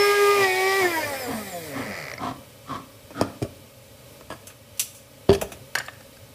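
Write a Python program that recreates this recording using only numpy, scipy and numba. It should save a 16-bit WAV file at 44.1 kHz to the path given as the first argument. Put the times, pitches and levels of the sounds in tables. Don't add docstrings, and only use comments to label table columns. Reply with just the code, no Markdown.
import sys
import numpy as np
from scipy import signal
from scipy.fft import rfft, irfft
from scipy.io import wavfile
from scipy.ndimage import uniform_filter1d
from numba import njit

SR = 44100
rng = np.random.default_rng(int(sys.argv[2]) if len(sys.argv) > 2 else 0)


def field_ratio(decibels):
    return 10 ** (np.asarray(decibels, dtype=float) / 20)


def store_pcm(level_fs):
    pcm = np.round(np.clip(level_fs, -1, 1) * 32767).astype(np.int16)
    wavfile.write(sys.argv[1], SR, np.atleast_2d(pcm).T)


N = 279594
T = np.arange(N) / SR
OFF_S, LAST_TURN_S = 0.8, 2.1154
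RIPPLE_HZ = 120.55
FLUTTER_DB = 4.5
TOP_HZ = 15250
BELLY_DB_PER_S = 186


def unit(x):
    return x / np.sqrt(np.mean(x ** 2))


def steady(x, window_s=0.071):
    return x / np.sqrt(uniform_filter1d(x ** 2, int(window_s * SR)) + 1e-9)


def curves(rows):
    s, *columns = np.transpose(rows)
    return [np.interp(T, s, c) for c in columns]


def slope(points, hz):
    at, db = np.transpose(points)
    return np.interp(np.log(hz), np.log(at), db)


def coloured(points):
    hz = np.maximum(np.arange(N // 2 + 1) * SR / N, 1)
    return unit(irfft(rfft(rng.standard_normal(N)) * field_ratio(slope(points, hz)), N))


def walk(rate):
    k = int(SR / rate)
    held = np.repeat(rng.standard_normal(N // k + 1), k)
    return 1.28 * uniform_filter1d(uniform_filter1d(held, k), k)[:N]


@njit
def svf(x, hz, width):
    y, b, l = np.empty(len(x)), 0., 0.
    for i in range(len(x)):
        g, k = np.tan(np.pi * hz[i] / SR), width / hz[i]
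        v = (b + g * (x[i] - l)) / (1 + g * (g + k))
        b, l, y[i] = 2 * v - b, l + 2 * g * v, k * v
    return y


def resonate(x, peaks):
    out = 0
    for k, (hz, width_hz, db) in enumerate(peaks):
        band = svf(x, np.full(N, 1. * hz), 1. * width_hz)
        out = out + (-1) ** k * field_ratio(db) / np.sqrt(width_hz) * band
    return out


def pulses(turns, scatter_db):
    whole = np.arange(np.ceil(turns[0]), min(turns[-1], 1))
    at = np.interp(whole, turns, np.arange(N))
    i = at.astype(int)
    size = field_ratio(scatter_db * rng.standard_normal(len(i))) / np.sqrt(np.gradient(turns)[i])
    out = np.zeros(N)
    out[i] += size * (1 - at + i)
    out[i + 1] += size * (at - i)
    return out


# (t/ms, share)
ECHOES = [(1.3, .18), (2.9, -.22), (4.7, .22), (7.3, .18)]


def nearby(x):
    return unit(x + sum(share * np.roll(x, int(ms * SR / 1000)) for ms, share in ECHOES))


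def pressure(start_s, length_s, release):
    press = np.sin(np.pi / 2 * np.clip((T - start_s) / 0.071, 0, 1)) ** 2
    return press * field_ratio(-release * np.maximum(T - start_s - length_s, 0))


# (f/Hz, level/dB)
KITCHEN = [(25, -22.5), (97, 3), (135, -1.5), (165, -16), (215, -8.5), (280, -6), (380, -13.5), (560, -2.5),
           (720, -19.5), (1200, -16), (1450, -23), (2450, -18.5), (6500, -24), (14800, -24.5)]


def kitchen():
    return field_ratio(-47 + 0.87 * walk(6.4)) * nearby(coloured(KITCHEN))


def shaft_turns(hz):
    waver_hz = (.6 + 3 * (T > OFF_S) * (hz / 400) ** 2) * walk(40)
    turns = np.cumsum(uniform_filter1d(hz, 900) + waver_hz) / SR
    return turns - turns[int(LAST_TURN_S * SR)]


# (f/Hz, level/dB)
ORDER_LEVELS = [
    [(70, -64), (118, -44), (150, -48.5), (190, -42), (208, -30.5), (226, -32.5), (240, -42.5), (270, -50),
     (300, -42), (320, -35), (350, -25.5), (375, -25), (408, -19)],
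    [(150, -51.5), (250, -42), (310, -39.5), (370, -56), (420, -41.5), (455, -42), (510, -37), (570, -46),
     (620, -56), (690, -33.5), (750, -31), (780, -32), (800, -36), (815, -38)],
    [(230, -63), (400, -48), (530, -36), (600, -53), (700, -41), (800, -43), (880, -45), (950, -35),
     (1030, -43), (1115, -49), (1140, -30.5), (1170, -26.5), (1222, -23)],
    [(310, -55.5), (500, -47.5), (680, -42.5), (800, -53.5), (1060, -48), (1270, -41.5), (1490, -60),
     (1560, -38), (1600, -50), (1630, -31)],
    [(400, -77), (1500, -55), (1650, -34.5), (1720, -45), (1810, -26.5), (1870, -36), (1935, -44),
     (1965, -48), (2000, -31), (2038, -40)],
    [(500, -75), (1700, -51.5), (1910, -38), (2100, -48), (2250, -31.5), (2350, -29.5), (2400, -39),
     (2445, -36.5)],
]


def shaft_orders(turns, hz, powered):
    out = 0
    for k, body in enumerate(ORDER_LEVELS):
        waver_db = 0.5 + (0.84 - 0.47 * powered) * k + FLUTTER_DB * 0.44 * (1.5 - powered)
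        level_db = slope(body, (k + 1) * hz) + 2.0 + waver_db * walk(32.05)
        out = out + field_ratio(level_db) * np.sin(2 * np.pi * (k + 1) * turns + k * k)
    return out


# (shaft order, ripple multiple before rounding to a whole one,
# level/dB)
BEATS = [(1, 1.5, -45), (2, 1, -38.5), (3, 0.5, -53), (4, 2, -56), (5, 0, -51), (5, 1, -42.5),
         (6, -1.5, -44), (6, 1.5, -35.5), (7, 1.5, -55), (7, 1, -58), (8, -0.5, -42), (8, 1, -52),
         (9, 0, -62), (10, 1, -37.5), (11, -2, -55), (12, -3, -53), (12, 0, -56), (13, -1.5, -57),
         (15, 3, -65), (6, 3.5, -54), (10, 3, -54), (13, -0.5, -51), (12, 1, -56), (12, 3.5, -58),
         (14, 0, -57), (13, 2, -64), (14, 2.5, -63), (16, -1.5, -59), (5, 3, -56)]
# (f/Hz, level/dB)
BEAT_BODY = [(500, -7), (1250, -1.5), (1350, -1), (2420, 1.5), (2580, -11.5), (2900, -9), (3100, -5),
             (4700, -10), (4850, -9), (5100, 4.5)]


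def mains_beats(turns, hz):
    on = slice(0, SR)
    out = 0
    for k, side, db in BEATS:
        order, shift_hz = int(k), round(side) * RIPPLE_HZ
        body_db = slope(BEAT_BODY, order * hz[on] + shift_hz)
        waver_db = 2.5 * (1 + k / 12) * walk(16.4)[on]
        phase = 2 * np.pi * (order * turns[on] + shift_hz * T[on])
        out = out + field_ratio(db + 2.5 + body_db + waver_db) * np.sin(phase)
    return np.pad(out, (0, N - SR))


# (f/Hz, level/dB)
SPARK = [(2400, -60), (3500, -55), (5200, -58), (6600, -62), (9000, -64.5), (13000, -71)]


def sparks(turns, hz):
    n = int((OFF_S + .1) * SR)
    out = np.zeros(N)
    for k in range(6, 34):
        body = slope(SPARK, k * hz[:n])
        wavers = walk(20)[:7 * n].reshape(7, n)
        for side, waver, chance in zip(range(-3, 4), wavers, rng.standard_normal((7, 2))):
            phase = 2 * np.pi * (k * turns[:n] + side * RIPPLE_HZ * T[:n] + chance[1])
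            out[:n] += field_ratio(body + 4 * waver + 3.5 * chance[0]) * np.sin(phase)
    return out


# (f/Hz, width/Hz, level/dB)
HOUSING = [(556, 64, 6.5), (1345, 90, 3), (1934, 41, 10), (2210, 310, 10), (2407, 13, 5)]
BEARING = [(4480, 640, 3), (5070, 110, 2.5), (5600, 890, -7.5), (7050, 890, 0)]
SHELL = [(3060, 1100, 4), (4200, 630, -1)]
# (f/Hz, level/dB)
RATTLE = [(60, -50), (78, -44.5), (120, -50), (165, -55), (220, -50.5), (300, -40.5), (400, -32)]


def housing_rattle(turns, hz, powered, knock):
    grind = unit(np.exp(-(turns % 1) / 0.3) * rng.standard_normal(N))
    housing = steady(resonate(knock + (.55 - 0.39 * hz / 400) * grind, HOUSING), window_s=0.69)
    bearing = steady(resonate(knock * 0.18 * (1.1 - hz / 420) + 2.9 * grind, BEARING))
    shell = (hz / 400) ** 2 * steady(resonate(.3 * knock + 1.4 * grind, SHELL))
    flare_db = 6.5 * np.exp(-((T - 0.439) / 0.022) ** 2)
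    flutter_db = FLUTTER_DB * (1 - powered) * (hz / 400) * walk(24.74)
    level = field_ratio(slope(RATTLE, hz) + flare_db + 4.0 + flutter_db)
    return level * (housing + field_ratio(-5.0 - 6 * hz / 400) * bearing + field_ratio(-9.5) * shell)


# (f/Hz, level/dB)
BRUSH = [(2500, -4), (2800, -8), (3100, 4), (3400, 1), (3600, -7), (3800, -4), (3900, -5), (4000, -16),
         (4060, -30), (4200, -14), (4600, -4), (5200, 4), (5700, -3), (6200, -1), (6700, -8), (7200, 3),
         (8000, -2), (8800, -1), (9800, -16), (11500, -16), (12400, 1), (13800, 0), (15300, -6)]


def brush_whine(turns, hz, powered):
    bars, out = 10, 0
    for k in bars * np.arange(1, 10):
        db = slope(BRUSH, k * hz) - 5 * powered * (k > bars) + 8 * powered * (k == bars)
        db = db - 8 * (k == 3 * bars) * (k * hz < 6800) + 3.5 * walk(30)
        out = out + (k * hz < TOP_HZ) * field_ratio(db) * np.sin(2 * np.pi * k * turns)
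    return field_ratio(-8 - 4 * powered) * np.clip(hz / 90 - 1, 0, 1) * out


# (f/Hz, level/dB)
FAN = [(1470, -7.5), (2500, 4.5), (2740, -19), (3110, 0.5), (5150, -1), (6490, -4.5), (8010, 0.5),
       (10400, -2), (14600, -1), (15600, -5), (16000, -37)]


def fan_hiss():
    return nearby(coloured(FAN)) * field_ratio(.8 * walk(25))


# (f/Hz, level/dB)
CHURN = [(250, -30), (400, -2), (600, 2), (900, -7.5), (1300, -11), (1480, -14), (1800, -1.5),
         (2500, -13.5), (3200, -19), (6000, -60)]
RUMBLE = [(25, 1), (50, -36), (100, 4.5), (170, -13), (260, 1), (400, -15.5), (800, -49)]
# (f/Hz, level/dB)
CHURN_SPEED = [(60, -46.5), (110, -42), (165, -51), (230, -46), (310, -39.5), (375, -42.5), (408, -41)]


def drink_and_counter(hz):
    stir = sum(field_ratio(db) * pressure(s, length, BELLY_DB_PER_S) for s, length, db, *_ in STROKES)
    churn = field_ratio(slope(CHURN_SPEED, hz)) + field_ratio(-6.5) * stir
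    shudder = field_ratio(-33.5) * np.exp(-((T - 1.105) / 0.083) ** 2)
    rumble = field_ratio(-47.5) + field_ratio(3.5) * stir + shudder
    drink = field_ratio(4) * churn * coloured(CHURN) * field_ratio(1.2 * walk(20))
    return drink + field_ratio(-8.5) * rumble * coloured(RUMBLE)


# (f/Hz, width/Hz, level/dB)
CLACK = [(1250, 237, -3), (2004, 180, 4.5), (2296, 220, 3.5), (4600, 450, -6.5), (5840, 500, -10),
         (6840, 830, -24)]
# (f/Hz, level/dB)
CLACK_SPEED = [(60, -39.5), (90, -37), (125, -42.5), (170, -53)]


def coupling_clack(hz, knock):
    return field_ratio(slope(CLACK_SPEED, hz)) * steady(resonate(knock, CLACK), window_s=0.25)


# (t/s, f/Hz)
SHAFT = [(0.0, 407.6), (0.2, 408), (0.36, 405.5), (0.4, 398.1), (0.48, 375.6), (0.53, 371.3), (0.66, 382.5),
         (0.785, 391.5), (0.82, 379), (0.92, 334.9), (1.15, 271.9), (1.36, 221.0), (1.51, 185.5),
         (1.67, 151.5), (1.8, 122.3), (1.88, 105.5), (1.97, 86.7), (2.1, 59.5)]


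def motor():
    hz, = curves(SHAFT)
    turns = shaft_turns(hz)
    running = np.clip((LAST_TURN_S + 0.07 - T) / 0.031, 0, 1)
    powered = np.clip((OFF_S + 0.07 - T) / 0.051, 0, 1)
    turning = T < LAST_TURN_S + .018
    knock = pulses(turns - 1e-6, scatter_db=1.4)
    air_db = -38 + 6 * np.log2(hz / hz.max()) + 2.0
    air = field_ratio(air_db) * (brush_whine(turns, hz, powered) + fan_hiss())
    smooth = running * (shaft_orders(turns, hz, powered) + air + drink_and_counter(hz))
    electric = powered * (mains_beats(turns, hz) + sparks(turns, hz))
    loose = housing_rattle(turns, hz, powered, knock) + coupling_clack(hz, knock)
    return smooth + electric + turning * loose


# (t/s, length/s, wall level/dB, belly minus wall level/dB, wall resonance f/Hz)
STROKES = [
    (0.326, 0.097, -38, -4, 1050),
    (0.773, 0.084, -36, -6, 970),
    (1.25, 0.097, -40, 4.5, 1000),
    (1.711, 0.11, -38.5, 2, 1060),
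    (2.174, .12, -33, -1, 1008),
    (2.652, 0.11, -31.5, -4.5, 1090),
    (3.123, 0.066, -34, 1.5, 1300),
    (3.17, 0.062, -34, 0.5, 1310),
]
# (f/Hz, width/Hz, level/dB)
BELLY = [(126, 72, 8.1), (271, 24, 13.2), (490, 410, 1.9)]
WALL = [(725, 440, 26.5), (1343, 26, 23), (1510, 160, 14.5), (2400, 500, -42), (3110, 180, 14)]


def spoon():
    slips = (rng.random(N) < 2500 / SR) * field_ratio(2.2 * rng.exponential(size=N)) * rng.standard_normal(N)
    slips = slips * field_ratio(3.5 * walk(40.1)) + 0.55 * rng.standard_normal(N)
    belly = unit(resonate(slips, BELLY))
    wall = unit(resonate(uniform_filter1d(slips, size=3), WALL))
    deep = unit(resonate(slips, [(730, 70, 0)]))
    out = 0
    for s, length, db, belly_db, wall_hz in STROKES:
        hz = np.full(N, 1. * wall_hz)
        scrape = unit(svf(svf(slips, hz, 280.0), hz, 280.0))
        depth = np.clip((1082 - wall_hz) / 110, 0, 1)
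        touch = pressure(s, length, 385)
        out = out + touch * field_ratio(db) * (0.68 * scrape + 0.5 * wall + depth * deep)
        out = out + pressure(s, length, BELLY_DB_PER_S) * field_ratio(db + belly_db) * belly
    return out


def ring(push, modes):
    t = np.arange(len(push)) / SR
    detune = 1 + .03 * rng.standard_normal(len(modes))
    body = 0
    for k, (hz, db, t60) in enumerate(modes):
        decay = 1000. ** (-t / np.clip(t60, .001, .12))
        body = body + (-1) ** k * field_ratio(db) * np.sin(2 * np.pi * hz * detune[k] * t) * decay
    low_cut = signal.butter(2, .55 * modes[0][0], "high", fs=SR, output="sos")
    y = signal.fftconvolve(push, signal.sosfilt(low_cut, body))[:len(push)]
    return y / np.abs(y).max()


# (f/Hz, level/dB, ring/s)
CRACK = [(1580, 0, 0.00087), (2680, 0, 0.0025), (5230, 0, 0.0015)]


def blows(events, low, mid, high, rough, crack_db):
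    out, t = np.zeros(N + SR), np.arange(SR // 4) / SR
    for s, low_db, mid_db, high_db, contact_s in events:
        fade = 10.0 ** (-t / max(contact_s, .001)) * np.minimum(t / 0.00093, 1)
        push = rough * rng.standard_normal(len(t)) * fade
        push[0] = 1
        thump = 0.55 * push + (t == 0)
        sound = field_ratio(high_db + crack_db) * ring(push, CRACK) + field_ratio(low_db + 7.5) * ring(thump, low)
        sound += field_ratio(mid_db + 6.5) * ring(push, mid) + field_ratio(high_db + 13.5) * ring(push, high)
        i = int((s + 0.001015) * SR)
        out[i:i + len(t)] += sound
    return out[:N]


# t/s, level/dB below 900 Hz, level/dB 1-4 kHz, level/dB above 4 kHz, contact/s
TICKS = [
    (2.1365, -46, -30.5, -41.5, 0.003),
    (2.178, -40, -34, -46, 0.0085),
]
# (f/Hz, level/dB, ring/s)
BASE_LOW = [(104, -2, 0.074), (209, -6, 0.067), (302.6, -4.5, 0.2), (470, 7.5, 0.015), (649, 6, 0.026),
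            (964, -0.5, 0.022)]
ROTOR_MID = [(1300, 0.88, 0.033), (1885, 11, 0.013), (2110, 8.4, 0.026), (2290, 8.1, 0.019)]
ROTOR_HIGH = [(4230, -6, 0.015), (5200, 3, 0.01)]


def rotor_ticks():
    return blows(TICKS, BASE_LOW, ROTOR_MID, ROTOR_HIGH, rough=0.13, crack_db=-5)


KNOCKS = [
    (3.104, -39.5, -46, -56, 0.041),
    (3.211, -13, -29, -25, 0.006),
    (3.221, -26, -30, -39, 0.011),
    (3.299, -47, -56, -63, 0.013),
]
# (f/Hz, level/dB, ring/s)
BASE_MID = [(1144, 2.5, 0.065), (1360, 5, 0.02), (1770, 5, 0.016), (2560, 1, 0.02), (3240, -4, 0.025)]
KNOCK_HIGH = [(3930, -1, 0.0024), (5100, 9.5, 0.0048), (6560, 3, 0.0047), (8530, 2, 0.0066),
              (10400, 3.5, 0.0021), (13200, 2, 0.0017)]


def cup_knocks():
    return blows(KNOCKS, BASE_LOW, BASE_MID, KNOCK_HIGH, rough=0.11, crack_db=-15.0)


TWIST = [
    (3.417, -25, -50, -47, 0.0053),
    (3.424, -22.5, -40.5, -36.5, 0.022),
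    (3.446, -30.5, -49, -58, 0.028),
]
# (f/Hz, level/dB, ring/s)
TWIST_LOW = [(111, -1.5, 0.049), (218, -3, 0.022), (324, 1, 0.032), (446, -2.5, 0.015), (634, -7.5, 0.08)]


def cup_twist():
    return blows(TWIST, TWIST_LOW, BASE_MID, KNOCK_HIGH, rough=0.11, crack_db=10.0)


LIFT = [
    (4.208, -40.5, -46, -51.5, 0.0097),
    (4.301, -31, -33.5, -46, 0.032),
    (4.311, -52, -34.5, -57, 0.036),
    (4.322, -35.5, -50, -48.5, 0.053),
]
# (f/Hz, level/dB, ring/s)
LIFT_MID = [(1050, 3.5, 0.015), (1290, 0, 0.022), (1683, -2, 0.025), (2570, -4, 0.007), (3400, -4, 0.007)]


def cup_lift():
    return blows(LIFT, BASE_LOW, LIFT_MID, KNOCK_HIGH, rough=0.12, crack_db=9)


SNAPS = [(4.4693, -53, -48, -43.5, 0.041), (4.5004, -59, -44.5, -68, 0.033), (4.7725, -76, -56, -50, 0.031),
         (4.794, -72, -54, -23.5, 0.039), (4.805, -72, -59, -41, 0.094), (4.9464, -72, -62, -50.5, 0.099),
         (5.3275, -70, -42, -42, 0.031), (5.4123, -70, -29, -33.5, 0.029), (5.5183, -68, -35.5, -43, 0.032),
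         (5.334, -70, -50, -44, 0.03)]
# (f/Hz, level/dB, ring/s)
SNAP_MID = [(1470, 8, 0.0015), (2620, -4.5, 0.014), (3520, 1, 0.0022)]
SNAP_HIGH = [(4930, 4, 0.0022), (5300, -13, 0.0058), (6000, 20, 0.0037), (6300, -13, 0.025),
             (7600, -17, .003), (7540, 24, 0.0022), (10500, 30, 0.00079), (12000, 0, 0.0015),
             (13700, 8, 0.0015), (15400, 14, 0.0023)]


def lid_snaps():
    return blows(SNAPS, BASE_LOW, SNAP_MID, SNAP_HIGH, rough=0.23, crack_db=3.0)


CUP_DOWN = [(5.282, -51, -59, -64, 0.011), (5.2885, -32, -37, -57, 0.0078), (5.3015, -21, -23, -40, 0.0086),
            (5.3135, -18.5, -36, -46, 0.015), (5.3265, -40, -26.5, -51, 0.022),
            (5.3325, -30, -30.5, -51, 0.011), (5.347, -29, -30, -38.5, 0.013),
            (5.359, -31, -57, -58, 0.011), (5.374, -34, -59, -60, 0.0084), (5.414, -30.5, -50, -56, 0.032),
            (5.4205, -23.5, -51, -62, 0.017), (5.519, -43, -63, -67, 0.04)]
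THUD = [
    (5.2926, -8, -20.5, -41, 0.016),
]
# (f/Hz, level/dB, ring/s)
CUP_LOW = [(66, -4, 0.088), (93, -2.5, 0.15), (144, -6, 0.07), (198, -1.5, 0.1), (282, -3, 0.055),
           (385, 5.5, 0.062), (467, 12.5, 0.0072), (536, -4.5, 0.025), (633, 5.5, 0.025), (800, 0, 0.027),
           (904, 1, 0.016), (1050, -3, 0.011)]
CUP_MID = [(1120, 2, 0.013), (1740, 1, 0.027), (2070, 4.3, 0.0041), (2680, 1, 0.014), (3300, 5.8, 0.008),
           (4530, 6.8, 0.0067)]
THUD_LOW = [(90.3, -6, 0.14), (396, -0.5, 0.11), (195, -9, 0.09), (483, 0.5, 0.022), (272, -9, 0.062),
            (604, -8, 0.025), (141, -12, .08)]


def cup_down():
    thud = blows(THUD, THUD_LOW, CUP_MID, KNOCK_HIGH, rough=0.1, crack_db=9)
    return thud - blows(CUP_DOWN, CUP_LOW, CUP_MID, KNOCK_HIGH, rough=0.27, crack_db=12)


LID = [(5.7513, -36, -17, -26, 0.014), (5.767, -49, -33, -51, 0.018), (5.7748, -41, -25, -54, 0.022),
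       (5.7843, -45, -30, -31, 0.011), (5.7994, -47, -27.5, -60, 0.016), (5.812, -47, -42, -65, 0.023),
       (5.8606, -57, -54, -44.5, 0.012), (5.882, -48, -30, -61, 0.0096), (5.9329, -89, -48, -55, 0.0068),
       (6.0067, -69, -45.5, -53, 0.0083), (6.1674, -68, -50, -56, 0.01)]
# (f/Hz, level/dB, ring/s)
LID_MID = [(753, 0, 0.013), (1180, 0, 0.019), (1500, 7, 0.0081), (1650, 4, 0.03), (1790, 3.5, 0.025),
           (2250, 1.5, 0.009), (2810, 2.5, 0.008), (3700, -6, 0.0074)]
LID_HIGH = [(4440, 0, 0.0037), (5440, 0.5, 0.0037), (6460, -7, 0.005), (7240, -7, 0.0087),
            (8840, -1.5, 0.0022), (10040, -2.5, 0.002), (12700, -6, 0.0025)]


def lid_rattle():
    return blows(LID, BASE_LOW, LID_MID, LID_HIGH, rough=0.14, crack_db=-12)


def room(x):
    t = np.arange(SR // 2) / SR
    tail = rng.standard_normal(len(t)) * 1000. ** (-t / 0.5) * (t > .006)
    tail = signal.lfilter([1], [1, -.2], tail)
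    return x + field_ratio(-14.5) * signal.fftconvolve(x, tail / np.sqrt(np.sum(tail ** 2)))[:N]


def scene():
    handling = rotor_ticks() + cup_knocks() + cup_twist() + cup_lift()
    handling += lid_snaps() + cup_down() + lid_rattle()
    return (motor() + room(spoon() + handling) + kitchen())[None]


def low_pass(x):
    return signal.sosfilt(signal.butter(12, 16130, fs=SR, output="sos"), x)


# (f/Hz, width/Hz, share)
NOTCHES = [
    (6600, 520, 0.35),
    (10650, 310, 0.23),
    (13800, 610, 0.73),
]


def record(dry):
    dry = signal.sosfilt(signal.butter(2, 40, "high", fs=SR, output="sos"), dry)
    for hz, width_hz, share in NOTCHES:
        dry = dry - share * svf(dry[0], np.full(N, 1. * hz), 1. * width_hz)
    cut = signal.sosfilt(signal.ellip(12, .2, 70, TOP_HZ, fs=SR, output="sos"), dry)
    return low_pass(cut + field_ratio(-46) * dry)


dry = scene()
out = record(dry)
store_pcm(out)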